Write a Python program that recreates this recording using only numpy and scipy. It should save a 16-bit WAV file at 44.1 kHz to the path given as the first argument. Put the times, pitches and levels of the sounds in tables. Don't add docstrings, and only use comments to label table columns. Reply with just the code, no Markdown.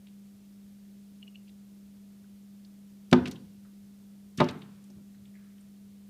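import sys
import numpy as np
from scipy import signal
from scipy.fft import rfft, irfft, next_fast_len
from scipy.io import wavfile

SR = 44100
rng = np.random.default_rng(int(sys.argv[2]) if len(sys.argv) > 2 else 0)


def output_pcm(signal):
    pcm = np.clip(np.atleast_2d(signal).T, -1, 1) * 32767
    wavfile.write(sys.argv[1], SR, np.round(pcm).astype(np.int16))


def to_linear_factor(level_db):
    exponent = np.asarray(level_db, float) / 20
    return 10 ** exponent


N = 268833

# (frequency [Hz], level [dB rms])
HUM = [(100.1, -104), (200.1, -51), (400.2, -81), (650, -86.5)]
# (frequency [Hz], density [dB per Hz])
AIR = [(30, -6), (60, -3.5), (120, 0), (250, -3), (450, -11.5), (900, -21.5), (1600, -23.5), (3500, -22.5),
       (7000, -24), (15500, -25.5)]
# (time [s], level
# [dB], # centre [Hz], width [octaves])
FIDGETS = [(.066, -58, 2950, 0.71), (.08, -63, 3300, 0.55), (1.478, -65.5, 4330, 0.33),
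           (1.489, -61, 2900, 0.98), (2.24, -68.5, 1500, 0.31), (2.645, -59.5, 4200, 0.73),
           (4.836, -61.5, 7500, 0.96), (4.898, -61, 5740, 0.39), (5.142, -62.5, 1600, 0.44),
           (5.146, -67, 3800, .2), (5.251, -61.5, 3000, 0.58), (5.338, -66.5, 1700, 0.68),
           (5.578, -67.5, 2880, .3), (5.605, -65, 8200, .3)]
# (frequency [Hz], t60 [s])
ROOM_T60 = [(60, 0.94), (250, 0.6), (600, 0.49), (1500, 0.48), (3000, 0.28), (8000, 0.12)]
# (frequency [Hz], level [dB])
ROOM_COLOUR = [(60, -6.5), (150, -9), (300, -5.5), (600, -5.5), (1500, 0.5), (3000, -8), (8000, -6.5)]
# (time [s], peak level [dB], cut of the main mode [dB])
TICKS = [
    (1.2289, -41.5, -4),
    (1.2788, -44, -4),
    (1.356, -40, 1),
    (1.48, -47.5, 19),
]
# (frequency [Hz], level [dB], t60 [s])
RAIL = [(2400, -9, .014), (2700, -6, .016), (2880, 0, .024), (3050, -5, .016), (3400, -8, .014),
        (4250, -12, .016), (1850, -20, .012)]
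# (time [s], level [dB], centre [Hz], width [octaves], sizzle level [dB])
BEAK = [
    (3.1123, -40, 3900, 1.6, -65.5),
    (3.1251, -40.5, 3170, 0.65, -53),
    (3.1269, -18.5, 3370, 0.89, -62.5),
    (4.4013, -23.5, 3360, 0.64, -67),
    (3.279, -50, 6030, 1.4, -70),
    (4.441, -42.5, 5150, 0.44, -57.5),
    (4.508, -54, 5500, 1.6, -68),
    (4.589, -64, 7960, 1.1, -76),
]
# (frequency [Hz], level struck low [dB], level struck high [dB],
# t60 [s])
PANE_MODES = [(89, -32, -21, .4), (135, -23.5, -18.5, 0.1), (160.3, -3, -1.5, 0.16), (192.3, 3.5, -15, .2),
              (247.8, 7.5, -6.5, 0.26), (268, -4, -33, 0.44), (358.2, 1.5, -2.5, 0.2),
              (452.5, -37.5, -41.5, 0.45), (455, -42.5, -4, 0.32), (525.2, -19.5, -6.5, .1),
              (582.2, -8.5, 3.0, 0.22), (654, -7, 4.5, 0.05), (768, -8, -8, .18), (839, 4.5, -15.5, 0.023),
              (892, -15.5, 3.5, .14), (1008, -23, 6, 0.12), (1129, -20, 0, .08), (1303, -10.5, -19, .12),
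         (1233, -21, 3.5, .15), (1415, 0, -20, .1), (1585, -7.5, -8.5, .15), (1725, -15.5, -4, .15),
         (1827, -12, -9.5, .15), (2000, -23, 3.5, .1), (2225, -9.5, -9.5, .08), (2330, 1, -31.5, .08),
         (3300, -8, -14, 0.0305)]
# (time [s], level [dB], contact low-pass [Hz], spot [0 low - 1 high])
BLOWS = [(3.12, -22.5, 246.7, 1), (3.127, -14, 3500, 0.35), (3.131, -24.5, 4500, 0.47),
         (3.138, -25, 1086, 0.77), (3.2557, -51, 500, 0.24), (4.382, -31.5, 260, 0.31),
         (4.4008, -23.5, 3000, 0.7), (4.4056, -25, 3500, 0.15), (4.412, -21, 1340, 0.85),
         (4.439, -60.5, 400, 0.31), (4.486, -48.5, 2000, 1), (3.649, -77, 2000, 0.64),
         (4.90, -59, 900, 0.36), (4.981, -66, 1494, 0.39)]
# (time [s], level [dB], centre [Hz], width
# [octaves], t60 [s])
FEATHERS = [(3.131, -35, 990, 1.7, .2), (3.14, -60.5, 3600, 1.16, 1.22), (3.647, -67, 1480, 0.74, 0.2),
            (4.382, -41.5, 2100, 1.28, 0.422), (4.383, -65.5, 8010, 1.5, 0.22),
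            (4.408, -36, 2470, 0.87, 0.13), (4.45, -50.5, 875, 1.8, 0.75), (4.501, -66.5, 1470, 2.7, 1.8),
            (5.352, -61, 1920, .45, 0.14), (5.375, -72, 1675, 1.2, 1.37), (5.444, -73, 1600, .5, 0.24)]
# (time [s], level [dB], centre [Hz], width [octaves], sizzle level [dB])
CLAWS = [
    (3.2538, -34, 2300, 1.23, -68),
    (3.271, -40, 2620, 1.6, -74.5),
    (3.31, -43.5, 4270, 1.26, -49),
    (3.354, -50.5, 3200, .4, -72),
    (4.3726, -42, 4450, 1.13, -52),
    (4.484, -36.5, 3240, 1, -65.5),
    (4.615, -51.5, 3000, 0.67, -74),
]
# (time [s], level [dB], t60 [s])
HANDLING = [
    (3.6, -60.5, 0.21),
    (4.93, -49, 0.26),
    (5.1, -61, .85),
]

SIZZLE_HZ, SIZZLE_OCTAVES, SIZZLE_RISE_S, SIZZLE_T60_S = 11020, 0.75, 0.0021, 0.02
SLIP_LEAD_S, SLIP_DB, SLIP_HZ, SLIP_OCTAVES, SLIP_RISE_S, SLIP_T60_S = 0.011, -19, 2740, 0.22, 0.005, 0.07
MOST_CYCLES, BURST_CYCLES = 80, 8
BURST_DB = -24
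ROOM_BURST_DB, ROOM_SCUFF_DB, ROOM_RAIL_DB = 4, -9, -13


def rms_one(x):
    return x / np.sqrt(np.mean(x ** 2) + 1e-20)


def at_hz(points, hz):
    table = np.array(points)
    return np.interp(np.log(hz), np.log(table[:, 0]), table[:, 1])


def sos_filter(x, order, hz, kind):
    return signal.sosfilt(signal.butter(order, hz, kind, fs=SR, output="sos"), x)


def add(out, s, sound):
    at = round(s * SR)
    out[at:at + len(sound)] += sound[:len(out) - at]


def drift(rate_hz):
    r = np.exp(-80 * np.pi * rate_hz / SR)
    white = rng.standard_normal(N // 40 + 2002)
    slow = signal.lfilter([1], [1, -2 * r, r * r], white)[2000:]
    return np.interp(np.arange(N) / 40, np.arange(len(slow)), rms_one(slow))


def hum():
    t = np.arange(N) / SR
    out = np.zeros(N)
    for hz, level_db in HUM:
        level = np.sqrt(2) * to_linear_factor(level_db + 0.6 * drift(4.6))
        out += level * np.sin(2 * np.pi * hz * t + 0.13 * drift(2.5))
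    return out


def air():
    size = next_fast_len(N)
    hz = np.maximum(np.arange(size // 2 + 1) * SR / size, 10)
    spectrum = rfft(rng.standard_normal(size)) * to_linear_factor(at_hz(AIR, hz))
    return to_linear_factor(-62.5) * rms_one(irfft(spectrum, size)[:N])


def scuff(out, s, level_db, hz, octaves, rise_s, t60_s):
    t = np.arange(SR // 2) / SR
    white, grain = rng.standard_normal((2, len(t)))
    edges_hz = np.clip(hz * 2 ** (octaves * np.array([-0.5, 0.5])), 50, 0.45 * SR)
    rub = rms_one(sos_filter(white * to_linear_factor(2.0 * grain), 2, edges_hz, "band"))
    rise = np.minimum(t / rise_s, 1) ** 2
    decay = to_linear_factor(-60 * np.maximum(t - rise_s, 0) / t60_s)
    add(out, s, to_linear_factor(level_db) * rub * rise * decay)


def fidgets():
    out = np.zeros(N)
    for s, level_db, hz, octaves in FIDGETS:
        scuff(out, s, level_db, hz, octaves, rise_s=0.005, t60_s=0.035)
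    return out


def room(x):
    t = np.arange(SR) / SR
    edges_hz = 45 * 2 ** np.arange(0, 8.6, 1 / 3)
    white = rng.standard_normal((2, SR))
    tail = np.zeros(SR)
    for k, (low, high) in enumerate(zip(edges_hz, edges_hz[1:])):
        band = sos_filter(white[k % 2], 2, [low, high], "band")
        t60_s = at_hz(ROOM_T60, np.sqrt(low * high))
        decay = to_linear_factor(at_hz(ROOM_COLOUR, low) - 60 * t / t60_s)
        tail += band * decay / np.sqrt(t60_s * SR / (6 * np.log(10)))
    tail *= np.clip((t - 0.004) / 0.0067, 0, 1)
    return signal.fftconvolve(x, tail)[:N]


def slips():
    out = np.zeros(N)
    for s, level_db, _ in TICKS:
        scuff(out, s - SLIP_LEAD_S, level_db + SLIP_DB, SLIP_HZ, SLIP_OCTAVES, SLIP_RISE_S, SLIP_T60_S)
    return out


def rail():
    out, t = np.zeros(N), np.arange(SR // 8) / SR
    swell = 1 - np.exp(-t / 0.0015)
    for s, level_db, off_db in TICKS:
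        for hz, mode_db, t60_s in RAIL:
            tone = np.sin(2 * np.pi * (hz * t + rng.random())) * to_linear_factor(-60 * t / t60_s)
            cut_db = off_db * (mode_db > -3)
            add(out, s - 0.001, to_linear_factor(level_db + mode_db - cut_db) * swell * tone)
    return out


def beak():
    out = np.zeros(N)
    for s, level_db, hz, octaves, _ in BEAK:
        scuff(out, s, level_db, hz, octaves, rise_s=0.0025, t60_s=0.025)
    return out


def sizzle():
    out = np.zeros(N)
    for s, *_, level_db in BEAK + CLAWS:
        scuff(out, s, level_db, SIZZLE_HZ, SIZZLE_OCTAVES, SIZZLE_RISE_S, SIZZLE_T60_S)
    return out


def ring(force, hz, t60_s):
    r, w = to_linear_factor(-60 / (t60_s * SR)), 2 * np.pi * hz / SR
    return signal.lfilter([0, np.sin(w)], [1, -2 * r * np.cos(w), r * r], force + 1e-18)


def pane():
    near, burst, modes = np.zeros(N), np.zeros(N), PANE_MODES
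    push_off = sos_filter(signal.unit_impulse(SR // 2), 4, 95, "high")
    signs = [-1 if mode[0] < 400 else (-1) ** k for k, mode in enumerate(modes)]
    for s, level_db, contact_hz, spot in BLOWS:
        force = sos_filter(push_off, 3, contact_hz, "low")
        for (hz, low_db, high_db, t60_s), sign in zip(modes, signs):
            mode_db = low_db + spot * (high_db - low_db)
            push = sign * to_linear_factor(level_db + mode_db) * force
            add(near, s, ring(push, hz, min(t60_s, MOST_CYCLES / hz)))
            add(burst, s, ring(push, hz, BURST_CYCLES / hz))
    return near, burst


def feathers():
    out = np.zeros(N)
    for s, level_db, hz, octaves, t60_s in FEATHERS:
        scuff(out, s, level_db, hz, octaves, 0.0071 * t60_s, t60_s)
    return out


def claws():
    out = np.zeros(N)
    for s, level_db, hz, octaves, _ in CLAWS:
        scuff(out, s, level_db, hz, octaves, rise_s=0.0042, t60_s=0.057)
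    return out


def handling():
    out = np.zeros(N)
    for s, level_db, t60_s in HANDLING:
        scuff(out, s, level_db, 130, 1.1, 0.15 * t60_s, t60_s)
    return out


def scene():
    thump, burst = pane()
    rubs = fidgets() + slips() + beak() + sizzle() + feathers() + claws() + handling()
    ticks = rail()
    near = thump + to_linear_factor(BURST_DB) * burst + rubs + ticks
    far = room(to_linear_factor(ROOM_BURST_DB) * burst + to_linear_factor(ROOM_SCUFF_DB) * rubs + to_linear_factor(ROOM_RAIL_DB) * ticks)
    return (near + far + hum() + air())[None]


def low_pass(x):
    return signal.sosfilt(signal.butter(12, 15590, fs=SR, output="sos"), x)


def record(dry):
    coloured = sos_filter(dry, 2, 50, "high")
    rounded = 0.8 * np.tanh(coloured / 0.8)
    cut = signal.sosfilt(signal.cheby2(20, 50, 15800, fs=SR, output="sos"), rounded)
    return low_pass(cut)


dry = scene()
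out = record(dry)
output_pcm(out)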